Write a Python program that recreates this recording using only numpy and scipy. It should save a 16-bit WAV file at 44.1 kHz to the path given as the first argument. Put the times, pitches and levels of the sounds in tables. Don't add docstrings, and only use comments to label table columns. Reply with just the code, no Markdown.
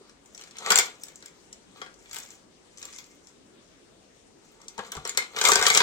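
import sys
import numpy as np
from scipy import signal
from scipy.io import wavfile

SR = 44100
rng = np.random.default_rng(int(sys.argv[2]) if len(sys.argv) > 2 else 0)


def gain_from_db(level_db):
    decades = np.asarray(level_db, float) / 20
    return 10 ** decades


def master(y):
    cut = np.clip(np.atleast_2d(y).T, -1, 1)
    pcm = np.round(cut * 32767)
    wavfile.write(sys.argv[1], SR, pcm.astype(np.int16))


N = 256833

# freq_hz, level_db_per_hz
HUM_SPECTRUM = [(18, -27), (28, -7.5), (50, -3), (100, -8), (200, -1.5), (400, 0), (600, -7.5),
                (1000, -11.5), (2000, -15), (4000, -17.5), (6800, -18.5), (8500, -21), (10000, -60),
                (11500, -34), (17000, -41)]
# freq_hz, correlation
HUM_LIKENESS = [(60, 0.34), (180, 0.84), (550, 0.12), (1650, 0.0074), (15000, -0.26)]
# freq_hz, left_over_right_db
HUM_BALANCE = [(60, 1), (400, 1.5), (2400, 3.5), (8000, 10), (15000, -2)]
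# start_s, peak_db, pitch_hz, t60_s
THUDS = [
    (0.01, -37.5, 419, 0.036),
    (0.706, -55, 222, 0.13),
    (4.658, -42.5, 452, 0.051),
    (4.785, -36, 208, 0.067),
    (4.786, -46, 90, 0.1),
    (4.967, -37.5, 72, 0.095),
    (4.972, -37.5, 148, 0.097),
    (5.59, -38.5, 80.6, 0.089),
]
# crest_s, glove_db, ornament_db, swell_20db_s, fade_20db_s
STROKES = [(.01, -71, -63, .05, 0.2), (.42, -53, -66.5, 0.2, 0.1), (.6, -59, -47, 0.08, 0.3),
           (.716, -25.5, -31, 0.0514, 0.0425), (.785, -35.5, -36, 0.08, 0.1156), (1.1, -56, -70, 0.5, 0.2),
           (1.28, -64, -78.5, 0.5, 0.6), (1.81, -58.5, -57, 0.14, 0.14), (2.19, -44, -55.5, 0.1744, 0.1545),
           (2.32, -55.5, -71, 0.13, 0.12), (2.85, -47.5, -58, 0.13, 0.16), (2.99, -51, -64, .14, .2),
           (3.27, -59.5, -72, .08, .1), (4.53, -58.5, -70, 0.15, .08), (4.64, -62, -64.5, 0.23, 1.5),
           (4.83, -56, -55.5, 0.09, 0.4), (4.95, -54, -46.5, 0.06, 0.1), (5.07, -52, -42.5, .06, 0.1),
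           (5.2, -50, -47.5, 0.09, 0.1), (5.371, -43.5, -39.5, 0.0758, .1),
           (5.469, -21.5, -26, 0.0677, .11), (5.6, -34, -29, 0.0574, 0), (5.679, -26, -29, 0.0971, 0.04),
           (5.77, -23, -28, 0.0769, 0.03)]
# start_s, crease_db, knock_db, ring_hz
PICKING = [(.0946, -47.5, -53.5, 5600), (.2578, -47.5, -59, 6900), (.3475, -40, -50, 5580),
           (.3766, -40, -47, 6300), (.393, -49, -43.5, 5830), (.411, -40, -44, 6000),
           (.4192, -46, -44, 6500), (.4363, -41, -46, 4600), (.473, -51, -46, 4800),
           (.5093, -43, -50.5, 3470), (.5675, -35.5, -41, 2700), (.5834, -33, -41.5, 6640),
           (.6042, -44, -41, 916), (.6609, -27.5, -26.5, 1900), (.67, -49, -29, 830),
           (.7037, -10, -12, 1453), (.7187, -10, -16.5, 1500), (.756, -11.5, -15, 7360),
           (.775, -13, -17, 6540), (.7852, -10, -13, 7330), (.7959, -18.5, -23, 7180),
           (1.0348, -30.5, -56, 7970), (1.0673, -47, -53, 1410), (1.083, -41, -57, 6900),
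           (1.1568, -41.5, -62, 7500), (1.2048, -51, -55, 6680), (1.224, -44, -45, 2000),
           (1.2584, -38.5, -49, 7440), (1.2807, -49, -51.5, 3100), (1.527, -35, -50.5, 5670)]
# start_s, crease_db, knock_db, ring_hz
PLACING = [(1.8154, -38.5, -29, 1400), (1.8624, -60.5, -45.5, 1600), (1.9403, -49.5, -68, 6070),
           (2.0573, -62, -48, 2330), (2.094, -50, -57, 7360), (2.1113, -39, -43.5, 6290),
           (2.13, -35, -45, 7350), (2.1436, -34, -39, 7800), (2.1591, -35, -36, 7580),
           (2.1646, -32, -35.5, 7460), (2.185, -32, -44, 7800), (2.2, -38, -45, 7600),
           (2.233, -38.5, -51, 1250), (2.2493, -50, -51, 7250), (2.2602, -46, -58, 6400),
           (2.3038, -41, -55.5, 6200), (2.3139, -50, -55.5, 7100), (2.773, -42, -56, 6050),
           (2.782, -42, -51.5, 6200), (2.7925, -45, -62, 5760), (2.815, -43, -46, 6500),
           (2.8267, -34, -42, 5460), (2.8515, -34, -43.5, 7440), (2.9272, -41, -47, 6360),
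           (2.9348, -42.5, -52, 5500), (2.961, -42, -61, 6160), (2.985, -37, -40.5, 3530),
           (3.0408, -48, -58.5, 5040), (3.2696, -45, -53, 5430)]
# start_s, crease_db, knock_db, ring_hz
FEELING = [(4.6152, -45.5, -54, 5730), (4.6816, -33.5, -58, 5900), (4.7785, -35, -30, 905),
           (4.7896, -41, -23.5, 1080), (4.8471, -46.5, -45, 2180), (4.873, -47, -56, 4930),
           (4.9182, -28, -33, 7850), (4.9509, -37, -33, 995), (4.9668, -36, -31.5, 1180),
           (5.051, -26, -28, 1287), (5.074, -27.5, -40, 7100), (5.0925, -23, -33, 6900),
           (5.1478, -43, -40.5, 1430), (5.1728, -7.5, -19.5, 2128), (5.2218, -42, -32.5, 4500),
           (5.3328, -49, -48, 1140)]
# start_s, crease_db, knock_db, ring_hz
DIGGING = [(5.3626, -32, -27, 2920), (5.3673, -31, -30, 1394), (5.3866, -27, -24, 3820),
           (5.4125, -15, -20.5, 1565), (5.4394, -19, -21.5, 930), (5.451, -10.5, -13, 3610),
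           (5.473, -17, -20.5, 1290), (5.4856, -7, -14.5, 1173), (5.5171, -9, -12.5, 1560),
           (5.5328, -16, -35, 6620), (5.5554, -9.5, -15.5, 1500), (5.593, -25, -29, 1130),
           (5.612, -23, -18.5, 1450), (5.6245, -16.5, -17.5, 1560), (5.6535, -22, -20.5, 1840),
           (5.6647, -10, -9.5, 4445), (5.683, -18.5, -27, 7750), (5.7008, -12.5, -12, 2203),
           (5.7478, -12, -17.5, 2330), (5.7546, -25, -16, 6860), (5.773, -8.5, -12.5, 6940),
           (5.8031, -24, -9.5, 1573)]

# low_hz, high_hz
BAND_HZ = [(300, 1500), (1500, 4000), (4000, 8600), (8600, 16500)]
CREASE_DB = [-29.5, -17, 0.1, -0.1]
KNOCK_DB = [0, 0.34, -18, -16]
RUB_GLOVE_DB = [-22.5, -9, -0.16, -10.5]
RUB_ORNAMENT_DB = [-0.1, -2, -14, -20]
BRIGHTEN_DB_PER_DB = [0.01, 0.01, 0.01, .15]
SNAP_DB = [-1, 0.54, -1.2, -4.5]
RUSTLE_DB = [1, 2, -3, 0.9]
RISE_MS = [2.37, 1.3, 1.0, 0.49]
BURST_MS = [5, 2.16, 1.53, 1.1]
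# ring_hz, gain_db
SMALL_LOSES_BODY = [(1200, 0.07), (3000, -9.5)]
LARGE_LOSES_CLACK = [(900, -13.5), (1600, 0.42)]
TIGHT_GAINS_AIR = [(4000, -15.5), (5800, -22.5), (6600, -16), (7500, -2.5), (8300, 1)]

# freq_hz, level_db, t60_s
ORNAMENT_MODES = [(456.4, -1, 0.033), (759, -1, 0.2), (1020, -15, 0.23), (1165, 2, 0.043), (1438, 2.5, .07),
                  (1620, -21, 0.03), (2122, 2.5, 0.075), (2317, -9.5, .08), (3070, -6, 0.21),
                  (4060, -3.5, 0.034)]
# freq_hz, width_hz, level_db
FILM_MODES = [(5660, 1450, -6.5), (6500, 293, 4), (7420, 880, -1.5)]
# freq_hz, width_hz, depth_0_to_1
TABLE_DIPS = [(365, 140, 0.06), (589.4, 120, 0.76), (1820, 160, 0.3), (2740, 420, 0.54)]
# lag_s, level_db
ECHOES = [(.0052, -10), (.0031, -15)]
ROOM_T60_S = [0.28, 0.23, 0.2, 0.12]
ROOM_DB = [-5.5, -1.5, -8, -6]

HUM_DB = -58.5
RING_DB, RING_CYCLES = -1, 60.7
HARDEST_DB = -10
MIDDLE_DB = -35
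TABLE_DB = -2
PAN_DB = 1.9


def rms_one(x):
    return x / np.sqrt(np.mean(x ** 2) + 1e-20)


def at_hz(points, hz):
    points_hz, values = np.array(points)[:, 0], np.array(points)[:, 1]
    return np.interp(np.log(hz), np.log(points_hz), values)


def band(x, low_hz, high_hz, order=2):
    return signal.sosfilt(signal.butter(order, [low_hz, high_hz], "band", fs=SR, output="sos"), x)


def drift(rate):
    r = np.exp(-40 * np.pi * rate / SR)
    noise = rng.standard_normal(N // 20 + 2002)
    slow = signal.lfilter([1], [1, -2 * r, r * r], noise)[2000:]
    return np.interp(np.arange(N) / 20, np.arange(len(slow)), rms_one(slow))


def resonate(x, hz, width_hz):
    r = np.exp(-np.pi * width_hz / SR)
    zeros = np.array([1, 0, -1]) * (1 - r * r) / 2
    poles = [1, -2 * r * np.cos(2 * np.pi * hz / SR), r * r]
    return signal.lfilter(zeros, poles, x)


def room_hum():
    out = 0
    edges_hz = 20 * 2 ** np.arange(0, 9.8, .4)
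    white = rng.standard_normal((2, 2, N + SR))
    together = drift(0.83)
    for k, (low_hz, high_hz) in enumerate(zip(edges_hz, edges_hz[1:])):
        mid, side = band(white[k % 2], low_hz, high_hz)[:, SR:]
        hz = np.sqrt(low_hz * high_hz)
        alike = np.clip(at_hz(HUM_LIKENESS, hz), -1, 1)
        tilt_db = at_hz(HUM_BALANCE, hz) / 2
        gain = gain_from_db(at_hz(HUM_SPECTRUM, hz) + .5 * together + 1.9 * drift(7.5))
        pair = np.sqrt(1 + alike) * mid + np.sqrt(1 - alike) * side * [[1], [-1]]
        out = out + gain * pair * gain_from_db(np.array([[tilt_db], [-tilt_db]]))
    return gain_from_db(HUM_DB) * out / np.sqrt(np.mean(out.mean(axis=0) ** 2))


def thuds():
    out = np.zeros(N)
    for start_s, db, hz, t60_s in THUDS:
        t = np.clip(np.arange(N) / SR - start_s, 0, None)
        swell = 1 - np.exp(-t / 0.0017)
        out += gain_from_db(db - 60 * t / t60_s) * swell * np.sin(2 * np.pi * hz * t)
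    return out


def by_band(glove_db, ornament_db, glove_colour_db, ornament_colour_db):
    parts = []
    for db, colour_db in ((glove_db, glove_colour_db), (ornament_db, ornament_colour_db)):
        brighter_db = np.outer(BRIGHTEN_DB_PER_DB, db - MIDDLE_DB)
        parts.append(db + np.array(colour_db)[:, None] + brighter_db)
    return 10 * np.log10(gain_from_db(parts[0]) ** 2 + gain_from_db(parts[1]) ** 2)


def effort():
    crest_s, glove_db, ornament_db, swell_s, fade_s = np.transpose(STROKES)[:, :, None]
    t = np.arange(0, N, 64) / SR - crest_s
    shape_db = -20 * np.maximum(-t / swell_s, t / fade_s)
    return [10 * np.log10(np.sum(gain_from_db(db + shape_db) ** 2, axis=0) + 1e-10) for db in (glove_db, ornament_db)]


def rustle():
    columns = by_band(*effort(), RUB_GLOVE_DB, RUB_ORNAMENT_DB)
    level_db = [np.repeat(db, 64)[:N] + trim_db for db, trim_db in zip(columns, RUSTLE_DB)]
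    flips_per_s = 1200 * gain_from_db(4.0 * drift(25))
    born = rng.random(N) < flips_per_s / SR
    sizes = gain_from_db(3.7 * np.minimum(rng.exponential(1, N), 4)) * born
    grains = rms_one(signal.lfilter([1], [1, -.95], sizes) * rng.standard_normal(N))
    hiss = 0.77 * rng.standard_normal(N) * gain_from_db(4.0 * drift(28.5))
    near = grains + hiss
    rub = np.array([near, np.roll(near, 7)]) * gain_from_db(np.array([[PAN_DB], [-PAN_DB]]))
    return np.array([gain_from_db(level_db[k] + 3.2 * drift(36)) * rms_one(band(rub, *BAND_HZ[k])) for k in range(4)])


def snaps():
    rows = np.vstack([PICKING, PLACING, FEELING, DIGGING])
    out = np.zeros((4, 2, N + SR))
    t = np.arange(2048) / SR
    chance = rng.random((len(rows), 3))
    noise = rng.standard_normal((len(rows), 4, len(t) + 512))
    lags = (3 + 9 * chance[:, 0]).astype(int)
    pans_db = PAN_DB + 1.2 * (2 * chance[:, 1] - 1)
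    hz = rows[:, -1:]
    levels_db = by_band(rows[:, 1], rows[:, 2], CREASE_DB, KNOCK_DB)
    size_laws = (SMALL_LOSES_BODY, LARGE_LOSES_CLACK, TIGHT_GAINS_AIR)
    levels_db[[0, 1, 3]] += [at_hz(law, rows[:, -1]) for law in size_laws]
    for k, burst_ms in enumerate(BURST_MS):
        rise = 1 - np.exp(-1000 * t / RISE_MS[k])
        shape = np.exp(-1000 * t / burst_ms) * rise ** 2
        puffs = band(noise[:, k], *BAND_HZ[k])[:, 512:] * shape
        puffs = puffs / np.abs(puffs).max(axis=1)[:, None]
        ring_fall_db = 60 * t * hz ** .5 * 50 / RING_CYCLES
        rings = gain_from_db(RING_DB - ring_fall_db) * np.sin(2 * np.pi * hz * t) * rise
        puffs = puffs + rings * ((hz >= BAND_HZ[k][0]) & (hz < BAND_HZ[k][1]))
        for row, db, puff, lag, pan_db in zip(rows, levels_db[k], puffs, lags, pans_db):
            at = int(row[0] * SR)
            gain = gain_from_db(min(db, HARDEST_DB) + SNAP_DB[k] + 4.5)
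            out[k, 0, at:at + len(t)] += gain * gain_from_db(pan_db) * puff
            out[k, 1, at + lag:at + lag + len(t)] += gain * gain_from_db(-pan_db) * puff
    return out[..., :N]


def ornaments(drive, modes):
    t60_1s_width_hz = np.log(1000) / np.pi
    out = 0
    for k, (hz, db, t60_s) in enumerate(modes):
        gripped = drive * gain_from_db(2.0 * drift(25))
        out = out + (-1) ** k * gain_from_db(db + 6) * resonate(gripped, hz, t60_1s_width_hz / t60_s)
    return out


def film(drive):
    return sum((-1) ** k * gain_from_db(db + 4) * resonate(drive, hz, width_hz)
               for k, (hz, width_hz, db) in enumerate(FILM_MODES))


def space(bands):
    t = np.arange(SR // 2) / SR
    paths = np.zeros((2, len(t)))
    paths[:, 0] = 1
    for lag_s, db in ECHOES:
        paths[[0, 1], int(lag_s * SR) + np.array([4, 0])] = gain_from_db(db)
    common, own = rng.standard_normal(len(t)), rng.standard_normal((2, len(t)))
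    out = 0
    for k, x in enumerate(bands):
        alike = [.85, .3, 0, 0][k]
        diffuse = alike * common + np.sqrt(1 - alike ** 2) * own
        tail = diffuse * gain_from_db(-60 * t / ROOM_T60_S[k]) * (1 - np.exp(-t / 0.0035))
        tail = gain_from_db(ROOM_DB[k]) * tail / np.sqrt(np.sum(tail ** 2) / 2)
        out = out + signal.oaconvolve(x, paths + tail, axes=1)[:, :N]
    return out


def scene():
    body, clack, snap, air = snaps() + rustle()
    table = gain_from_db(TABLE_DB) * band(body, 112, 333) + thuds()
    body = signal.sosfilt(signal.butter(2, 400, "high", fs=SR, output="sos"), body)
    body = body + ornaments(body, ORNAMENT_MODES[:5])
    clack = clack + ornaments(clack + 0.17 * snap, ORNAMENT_MODES[5:])
    for hz, width_hz, depth in TABLE_DIPS:
        body = body - depth * resonate(body, hz, width_hz)
        clack = clack - depth * resonate(clack, hz, width_hz)
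    snap = 0.61 * snap + film(snap)
    return space([body + table, clack, snap, air]) + room_hum()


def band_limit(x):
    return signal.sosfilt(signal.butter(12, 16390, fs=SR, output="sos"), x)


def record(dry):
    rounded = 1.05 * np.tanh(dry / 1.05)
    low_pass = signal.ellip(12, .5, 70, 16150, fs=SR, output="sos")
    mix = signal.sosfilt(low_pass, rounded)
    return band_limit(mix)


dry = scene()
out = record(dry)
master(out)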